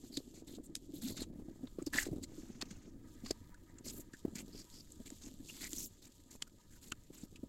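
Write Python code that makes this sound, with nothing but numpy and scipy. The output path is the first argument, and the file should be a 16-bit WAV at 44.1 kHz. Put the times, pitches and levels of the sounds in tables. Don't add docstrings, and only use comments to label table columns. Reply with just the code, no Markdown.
import sys
import numpy as np
from scipy import signal
from scipy.fft import rfft, irfft, next_fast_len
from scipy.io import wavfile

SR = 44100
rng = np.random.default_rng(int(sys.argv[2]) if len(sys.argv) > 2 else 0)


def digitize_waveform(pressure):
    field = np.atleast_2d(pressure).T
    bounded = np.clip(field, -1, 1)
    quanta = np.round(bounded * 32767).astype(np.int16)
    wavfile.write(sys.argv[1], SR, quanta)


N = 329868

# time_s, level_db (before each layer's own offset)
GRIP_LEVEL = [(0.0, -55), (0.75, -54), (1.2, -49), (1.9, -61.5), (2.13, -45.5), (2.3, -51.5), (2.72, -58),
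              (2.92, -52.5), (3.6, -63.5), (3.98, -51.5), (4.17, -65), (4.32, -51.5), (4.68, -63.5),
              (5.25, -57.5), (5.8, -64.5), (5.92, -66), (6.7, -67.5), (7.48, -61.5)]
# freq_hz, density_db (dB per Hz)
RUBBING_COLOUR = [(30, 3.5), (100, -3), (170, -3), (250, 2), (320, 3), (420, -11.5), (560, -16.5),
                  (800, -29.5), (1500, -56)]
# time_s, level_db (before each layer's own offset)
RUSTLE_LEVEL = [(0.0, -61.5), (0.24, -60.5), (0.45, -74), (0.65, -73.5), (1.17, -59), (1.32, -73),
                (1.58, -67), (2.15, -66.5), (2.4, -60), (2.74, -77), (3.28, -63.5), (3.6, -70.5),
                (4.55, -62), (5.4, -59.5), (5.62, -50), (6.15, -67.5), (6.9, -68), (7.48, -71)]
PATTER_RISE_S = 0.0032


def from_db(db):
    return np.exp(np.asarray(db) * (np.log(10) / 20))


def rms_one(x):
    return x / np.sqrt(np.mean(x ** 2) + 1e-20)


def in_time(rows):
    return np.interp(np.arange(N) / SR, *np.transpose(rows))


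def at_hz(points, hz):
    freqs, levels = np.transpose(points)
    return np.interp(np.log(hz), np.log(freqs), levels)


def add(track, s, sound):
    start = int(np.clip(round(s * SR), 0, N))
    track[start:start + len(sound)] += sound[:N - start]


def drift(rate):
    knots = rng.standard_normal(8192)
    return rms_one(np.interp(np.arange(N) / SR * rate, np.arange(len(knots)), knots))


def coloured(x, db_at):
    size = 2 * next_fast_len((len(x) + 1024) // 2, real=True)
    hz = np.maximum(np.fft.rfftfreq(size, 1 / SR), 1)
    cepstrum = irfft(db_at(hz) * np.log(10) / 20, size)
    causal = np.r_[cepstrum[0], 2 * cepstrum[1:size // 2], cepstrum[size // 2]]
    return irfft(rfft(x, size) * np.exp(rfft(causal, size)), size)


def bed(x, spectrum):
    return rms_one(coloured(x, lambda hz: at_hz(spectrum, hz))[:N])


def patchy(x, depth_db, rate):
    hz = np.clip(np.fft.rfftfreq(N, 1 / SR), 700, 16000)
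    place = 2 * np.log2(hz / 700)
    spectrum, out = rfft(x), 0
    for band in range(10):
        share = np.maximum(0, 1 - abs(place - band))
        out = out + irfft(spectrum * share, N) * from_db(depth_db * drift(rate))
    return rms_one(out)


def friction(per_s, spread_db, smooth_share):
    sizes = from_db(spread_db * np.minimum(rng.exponential(1, N), 4))
    catches = (rng.random(N) < per_s / SR) * sizes * rng.choice([-1, 1], N)
    share = np.clip(smooth_share, 0, 1)
    return np.sqrt(1 - share) * rms_one(catches) + np.sqrt(share) * rng.standard_normal(N)


def contact(x, tilt, peak_hz, peak_db, octaves):
    # freq_hz, density_db (dB per Hz)
    shared_colour = [(250, -15.5), (700, 1.5), (1200, 0), (2400, 1), (3200, -1), (4400, 1.5), (5600, -3),
                     (7300, 3), (8600, -5.5), (9700, -12.5), (11800, -7), (15000, -20.5)]

    def db_at(hz):
        slope = tilt * np.log2(np.maximum(hz, 1200) / 5000)
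        hump = 1 / (1 + abs(np.log2(hz / peak_hz) / octaves) ** 3)
        return at_hz(shared_colour, hz) + slope + peak_db * hump
    return coloured(x, db_at)


def air():
    # freq_hz, density_db (dB per Hz)
    air_colour = [(30, -1.5), (140, -13), (280, -9.5), (540, -11.5), (750, -23), (1100, -33), (3300, -37),
                  (7300, -57), (9500, -39), (12000, -41.5), (15500, -45.5)]
    return from_db(-75) * bed(rng.standard_normal(N), air_colour)


def rumble(swing_db=5.0):
    # time_s, level_db (before the wavering)
    rumble_level = [(0.0, -72), (0.85, -85), (1.2, -59.5), (2.4, -59), (3.4, -60.5), (5.2, -64.5),
                    (5.8, -65.5), (7.48, -64)]
    # freq_hz, density_db (dB per Hz)
    rumble_colour = [(15, -1.5), (25, 1.5), (50, -8), (90, -3), (130, -11.5), (200, -12.5), (400, -48)]
    level_db = in_time(rumble_level) + swing_db * np.tanh(drift(18))
    return from_db(level_db) * bed(rng.standard_normal(N), rumble_colour)


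def yard():
    # time_s, level_db
    yard_level = [(0.0, -83), (1.0, -85.5), (1.6, -78.5), (2.3, -79.5), (4.0, -72.5), (5.3, -81.5),
                  (7.48, -81)]
    # freq_hz, density_db (dB per Hz)
    yard_colour = [(500, -6), (800, -11), (960, 9), (1090, -13), (1240, 8.5), (1400, -10.5), (1650, 1.5),
                   (2100, -5), (3000, -21.5)]
    stirring = patchy(rng.standard_normal(N), 4, rate=40) * from_db(2.5 * drift(25))
    return from_db(in_time(yard_level)) * bed(stirring, yard_colour)


def grip(trim_db=-3.0):
    slips = rng.standard_normal(N) * from_db(4.5 * np.tanh(drift(55)))
    return from_db(in_time(GRIP_LEVEL) + trim_db) * bed(slips, RUBBING_COLOUR)


def rustle(trim_db=-6.5, swell_db=2.0, swells_per_s=16):
    # freq_hz, density_db (dB per Hz)
    rustle_colour = [(700, -21), (2000, -16), (3300, 0), (4500, 0), (5700, -2.5), (7300, 5.5), (9500, -9),
                     (12300, -4), (14000, -9.5), (16000, -25)]
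    grains = patchy(friction(per_s=160, spread_db=3.5, smooth_share=.72), 1.8, rate=130)
    swells = swell_db * drift(swells_per_s) + drift(60)
    return from_db(in_time(RUSTLE_LEVEL) + trim_db + swells) * bed(grains, rustle_colour)


def blades(per_s=7.3, over_rustle_db=2.0, decay_s=0.0034):
    flicks, t = np.zeros(N), np.arange(SR // 25) / SR
    flick = np.tanh(2 * t / decay_s) * np.exp(-t / decay_s)
    for moment, size in rng.random((int(per_s * N / SR), 2)):
        add(flicks, moment * N / SR, (.5 + size) * flick)
    noise = rng.standard_normal(N)
    crackle = rms_one(contact(noise, tilt=0.5, peak_hz=1770, peak_db=5, octaves=0.17)[:N])
    return from_db(in_time(RUSTLE_LEVEL) + over_rustle_db) * flicks * crackle


def patter(per_s=11, over_grip_db=11, spread_db=1, centre_hz=259):
    draws = rng.random((int(per_s * N / SR), 4))
    s = draws[:, 0] * N / SR
    db = np.interp(s, *np.transpose(GRIP_LEVEL)) + over_grip_db + spread_db * (2 * draws[:, 1] - 1)
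    hz = centre_hz * 2 ** ((draws[:, 2] - .5) / 2)
    rise = PATTER_RISE_S * (.5 + draws[:, 3])
    return list(zip(s, db, hz, rise))


def bumps(trim_db=-2.0, softness=2.23, sag=0.097):
    # start_s, level_db (peak before the trim), pitch_hz (at the crest), rise_s
    firm_bumps = [(0.0979, -43, 250, 0.0064), (0.1704, -30.5, 297, 0.0065), (0.202, -41.5, 404, 0.0022),
                  (0.421, -42, 353, 0.0022), (0.572, -42.5, 253, 0.0053), (0.584, -39, 347, 0.0012),
                  (0.89, -42, 313, 0.0065), (0.9331, -38, 314, 0.0089), (1.1037, -32, 360, 0.0019),
                  (1.218, -34, 327, 0.0024), (1.333, -43, 283, 0.002), (1.396, -39.5, 304, 0.0021),
                  (1.4194, -40.5, 255, 0.0029), (1.6292, -34.5, 267, 0.0096), (1.7848, -30.5, 362, 0.0031),
                  (1.8181, -32.5, 312, 0.0046), (1.8669, -29, 312, 0.0058), (1.9481, -34.5, 280, 0.0041),
                  (2.0656, -29, 333, 0.0027), (2.0845, -32.5, 317, 0.0042), (2.111, -33, 143, 0.0083),
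                  (2.1267, -31, 302, 0.0068), (2.1817, -35, 260, 0.0039), (2.1939, -44, 276, 0.0027),
                  (2.3775, -39, 320, 0.0072), (2.499, -38.5, 226, 0.0038), (2.6272, -33.5, 284, 0.0025),
                  (2.709, -41, 198, 0.0055), (3.2337, -37.5, 244.6, 0.0076), (3.3074, -23, 325, 0.002),
                  (3.864, -38, 257, 0.003), (4.1364, -42, 274, 0.0026), (4.2491, -24.5, 287, 0.0035),
                  (4.2795, -31.5, 297, 0.0029), (4.353, -40, 214, 0.0048), (4.5478, -38, 249, 0.0022),
                  (4.999, -42, 245, 0.0055), (5.1191, -39.5, 282, 0.0055), (5.267, -41.5, 269, 0.0052),
                  (5.396, -43.5, 284, 0.0082), (5.728, -40, 316, 0.0063), (6.3519, -42.5, 273, 0.0011),
                  (6.4215, -45, 294, 0.0022), (6.919, -37.5, 264, 0.0022), (7.1029, -40, 310, 0.0031),
                  (7.232, -36.5, 230, 0.0041), (7.431, -32.5, 260, 0.0044)]
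    # freq_hz, density_db (dB per Hz)
    scuff_colour = [(40, -23.5), (110, 4), (250, 0), (450, -3), (650, -8.5), (900, -24.5), (1400, -36.5),
                    (2500, -37.5)]
    scuff_db, settle_db, settle_s = -17, -20.5, 0.0091
    knock_db, knock_hz, knock_s = -23, 626, 0.005
    swelling, scuffing, knocking = np.zeros(N), np.zeros(N), np.zeros(N)
    t = np.arange(SR // 10) / SR
    scuff = bed(rng.standard_normal(N), scuff_colour)
    one_octave = knock_hz * 2 ** np.array([-.5, .5])
    knock_band = signal.butter(2, one_octave, "band", fs=SR, output="sos")
    knock = rms_one(signal.sosfilt(knock_band, rng.standard_normal(N)))
    rows = firm_bumps + patter()
    phases = rng.uniform(0, 2 * np.pi, len(rows))
    for (s, db, hz, rise), phase in zip(rows, phases):
        load = t / rise * np.exp(1 - t / rise)
        turns = np.cumsum(hz * (1 - sag * np.tanh(t / rise - 1))) / SR
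        settling = from_db(settle_db) * np.tanh(t / rise) * np.exp(-t / settle_s)
        touch = PATTER_RISE_S / rise * np.tanh(2 * t / rise) * np.exp(-t / knock_s)
        add(swelling, s, from_db(db) * load ** softness * np.sin(2 * np.pi * turns + phase))
        add(scuffing, s, from_db(db) * (from_db(scuff_db) * load + settling))
        add(knocking, s, from_db(db + knock_db) * touch)
    return from_db(trim_db) * (swelling + scuffing * scuff + knocking * knock)


def pressure(t, start, length, rise_s=0.0024, fall_s=0.0033, ease_in=0.01, ease_out=0.025):
    swell = 1 + np.tanh((t - start) / (rise_s + ease_in * length))
    fade = 1 + np.tanh((start + length - t) / (fall_s + ease_out * length))
    return np.sqrt(swell * fade) / 2


def strokes(drag_db=-59, drag_follows=0.48):
    # start_s, length_s, level_db, tilt_db_per_octave, resonance_hz, resonance_db
    stroke_rows = [(0.126, 0.068, -55.5, 6, 4530, 17), (0.339, 0.07, -62.5, 3.5, 6700, 4),
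                   (0.473, 0.096, -60, 5.5, 3700, 10.5), (0.638, 0.025, -57, 8.5, 8350, 13.5),
                   (0.939, 0.057, -59, 8, 3600, 8.5), (1.019, 0.097, -50, 5.5, 3800, 9),
                   (1.103, 0.066, -61.5, 9, 4200, 13), (1.168, 0.069, -48.5, 2, 4050, 9.5),
                   (1.787, 0.023, -61.5, -1, 1160, 19), (1.866, 0.014, -52, 3, 4800, 10.5),
                   (1.935, 0.052, -37.5, 2, 1730, 16), (1.983, 0.053, -41, 5.5, 1800, 15.5),
                   (2.042, 0.035, -53.5, 2, 1970, 7.5), (2.229, 0.016, -51.5, 5, 4740, 9.5),
                   (2.286, 0.6, -68.5, -1.5, 6030, 9), (2.613, 0.015, -48.5, -3, 4600, -4),
                   (3.249, 0.074, -57, 2.5, 4640, 7), (3.847, 0.066, -50, 6.5, 5100, 4),
                   (3.921, 0.098, -57.5, 8.5, 12300, 5.5), (4.354, 0.063, -51.5, 3.5, 2200, 8),
                   (4.532, 0.093, -56, 3.5, 4970, 15), (4.725, 0.086, -58.5, 2, 5050, 18.5),
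                   (5.058, 0.024, -57, 4, 7340, 3), (5.217, 0.068, -57, 2, 6300, 6),
                   (5.489, 0.013, -53, 1.5, 2760, 18), (5.539, 0.078, -62, 1, 2250, 2),
                   (5.612, 0.065, -47.5, 4.5, 2100, 9.5), (5.691, 0.067, -55, 8.5, 3200, -7),
                   (5.765, 0.086, -46, 9.5, 5870, 10), (5.852, 0.023, -48.5, 21.5, 6920, 15),
                   (6.021, 0.056, -63, 4, 6950, 0.5), (6.307, 0.057, -60, 4.5, 6100, 4.5),
                   (6.47, 0.0099, -61.5, 4, 1420, 15), (6.71, 0.062, -66, 6, 1590, 16.5),
                   (6.819, 0.087, -61.5, 6, 10200, 1), (7.131, 0.12, -62, 4.1, 7840, 1)]
    hissing, dragging = np.zeros(N), np.zeros(N)
    sliding = patchy(friction(per_s=1100, spread_db=3.0, smooth_share=.55), 3.6, rate=140)
    sliding = sliding * from_db(1.7 * drift(130))
    average_db = np.mean([row[2] for row in stroke_rows])
    for start, length, db, tilt, peak_hz, peak_db in stroke_rows:
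        first = max(0, int((start - .04) * SR))
        last = min(N, int((start + length + .08) * SR))
        span = np.arange(first, last)
        pressed = pressure(span / SR, start, length)
        hiss = rms_one(contact(sliding[span], tilt, peak_hz, peak_db, octaves=0.23)[:len(span)])
        hissing[span] += from_db(db) * pressed * hiss
        dragging[span] += from_db(drag_db + drag_follows * (db - average_db)) * pressed
    return hissing + dragging * bed(rng.standard_normal(N), RUBBING_COLOUR)


def ticks(tail_db=-26, low_cut_hz=850, top_hz=9500, onset_s=0.0017, tail_t60_s=0.081):
    # peak_time_s, level_db (energy spread over 5 ms), burst_t60_s,
    # tilt_db_per_octave, resonance_hz, resonance_db
    tick_rows = [(0.172, -36, 0.026, 7, 3860, 14.5), (0.754, -37.5, 0.0059, 6.5, 8900, 2.5),
                 (0.762, -47, 0.048, 8, 7130, 0.5), (1.6728, -56.5, 0.031, -7, 3940, 14),
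                 (1.825, -53, 0.014, 1, 7800, 14), (1.866, -44.5, 0.014, 22.5, 5070, 29),
                 (1.9855, -26.5, 0.008, -13, 1935, 36), (2.2374, -45.5, 0.031, 1.5, 7640, 22),
                 (2.6152, -42, 0.0098, 6, 4560, 7), (2.623, -39.5, 0.0079, -1, 4640, 18),
                 (2.71, -51, 0.06, 1.5, 2140, 1), (3.262, -46, 0.046, -1, 4700, 7.5),
                 (3.3105, -33.5, 0.012, 4, 4760, 13.5), (3.544, -57.5, 0.033, 7, 1560, 31.5),
                 (3.786, -54.5, 0.03, 1, 7400, 14), (4.135, -49.5, 0.062, 5, 1620, 28.5),
                 (4.9211, -51.5, 0.017, 15, 7600, 11), (5.1034, -49, 0.0031, 2, 7880, 18),
                 (5.7322, -40, 0.00066, 8, 3200, 14), (5.7838, -41, 0.0043, 10, 5880, 28.5),
                 (6.4231, -44, 0.027, -0.5, 7000, 7), (6.4236, -36, 0.0051, 5, 2980, 17),
                 (6.9204, -42, 0.029, -4, 1380, 13), (6.9212, -38, 0.015, 7, 2700, 21),
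                 (7.359, -54.5, 0.053, 5.5, 2740, 17)]
    out, lead = np.zeros(N), .008
    t = np.arange(SR // 16) / SR - lead
    onset, after = np.exp(np.minimum(t, 0) / onset_s), np.maximum(t, 0)
    scatter = np.sqrt(onset) * from_db(-60 * after / tail_t60_s)
    small_body = signal.butter(2, [low_cut_hz, top_hz], "band", fs=SR, output="sos")
    grits = rng.choice([-1, 1], (len(tick_rows), 2, len(t)))
    for (s, db, t60, tilt, peak_hz, peak_db), (grit, dust) in zip(tick_rows, grits):
        steepness = max(1, 2 * np.pi * onset_s / t60)
        burst = grit * onset ** steepness * from_db(-60 * after / t60)
        snap = signal.sosfilt(small_body, contact(burst, tilt, peak_hz, peak_db, octaves=0.26))
        strength = np.sqrt(np.sum(snap ** 2) / (.005 * SR))
        add(out, s - lead, from_db(db) * snap / strength)
        add(out, s - lead, from_db(db + tail_db) * signal.sosfilt(small_body, dust * scatter))
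    return out


def judders(wobble=0.078):
    # start_s, end_s, peak_db, slips_hz
    judder_rows = [(1.015, 1.099, -37, 250)]
    out, unevenness = np.zeros(N), drift(148)
    for start, end, db, rate in judder_rows:
        count = max(2, int((end - start) * SR))
        turns = np.cumsum(rate * (1 + wobble * unevenness[:count])) / SR
        add(out, start, from_db(db) * np.hanning(count) * np.sin(2 * np.pi * turns))
    return out


def reflected(x):
    # delay_s, level_db
    echo_rows = [(.0014, -29.5), (.0047, -13), (.0076, -22.5)]
    out = x.copy()
    for delay, db in echo_rows:
        add(out, delay, from_db(db) * x)
    return out


def scene():
    brushing = reflected(strokes() + rustle() + blades())
    handling = bumps() + judders() + grip()
    background = air() + rumble() + yard()
    return (brushing + ticks() + handling + background)[None]


def record(dry):
    steep_cut = signal.ellip(10, .1, 70, 15800, fs=SR, output="sos")
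    return signal.sosfilt(steep_cut, dry)


dry = scene()
out = record(dry)
digitize_waveform(out)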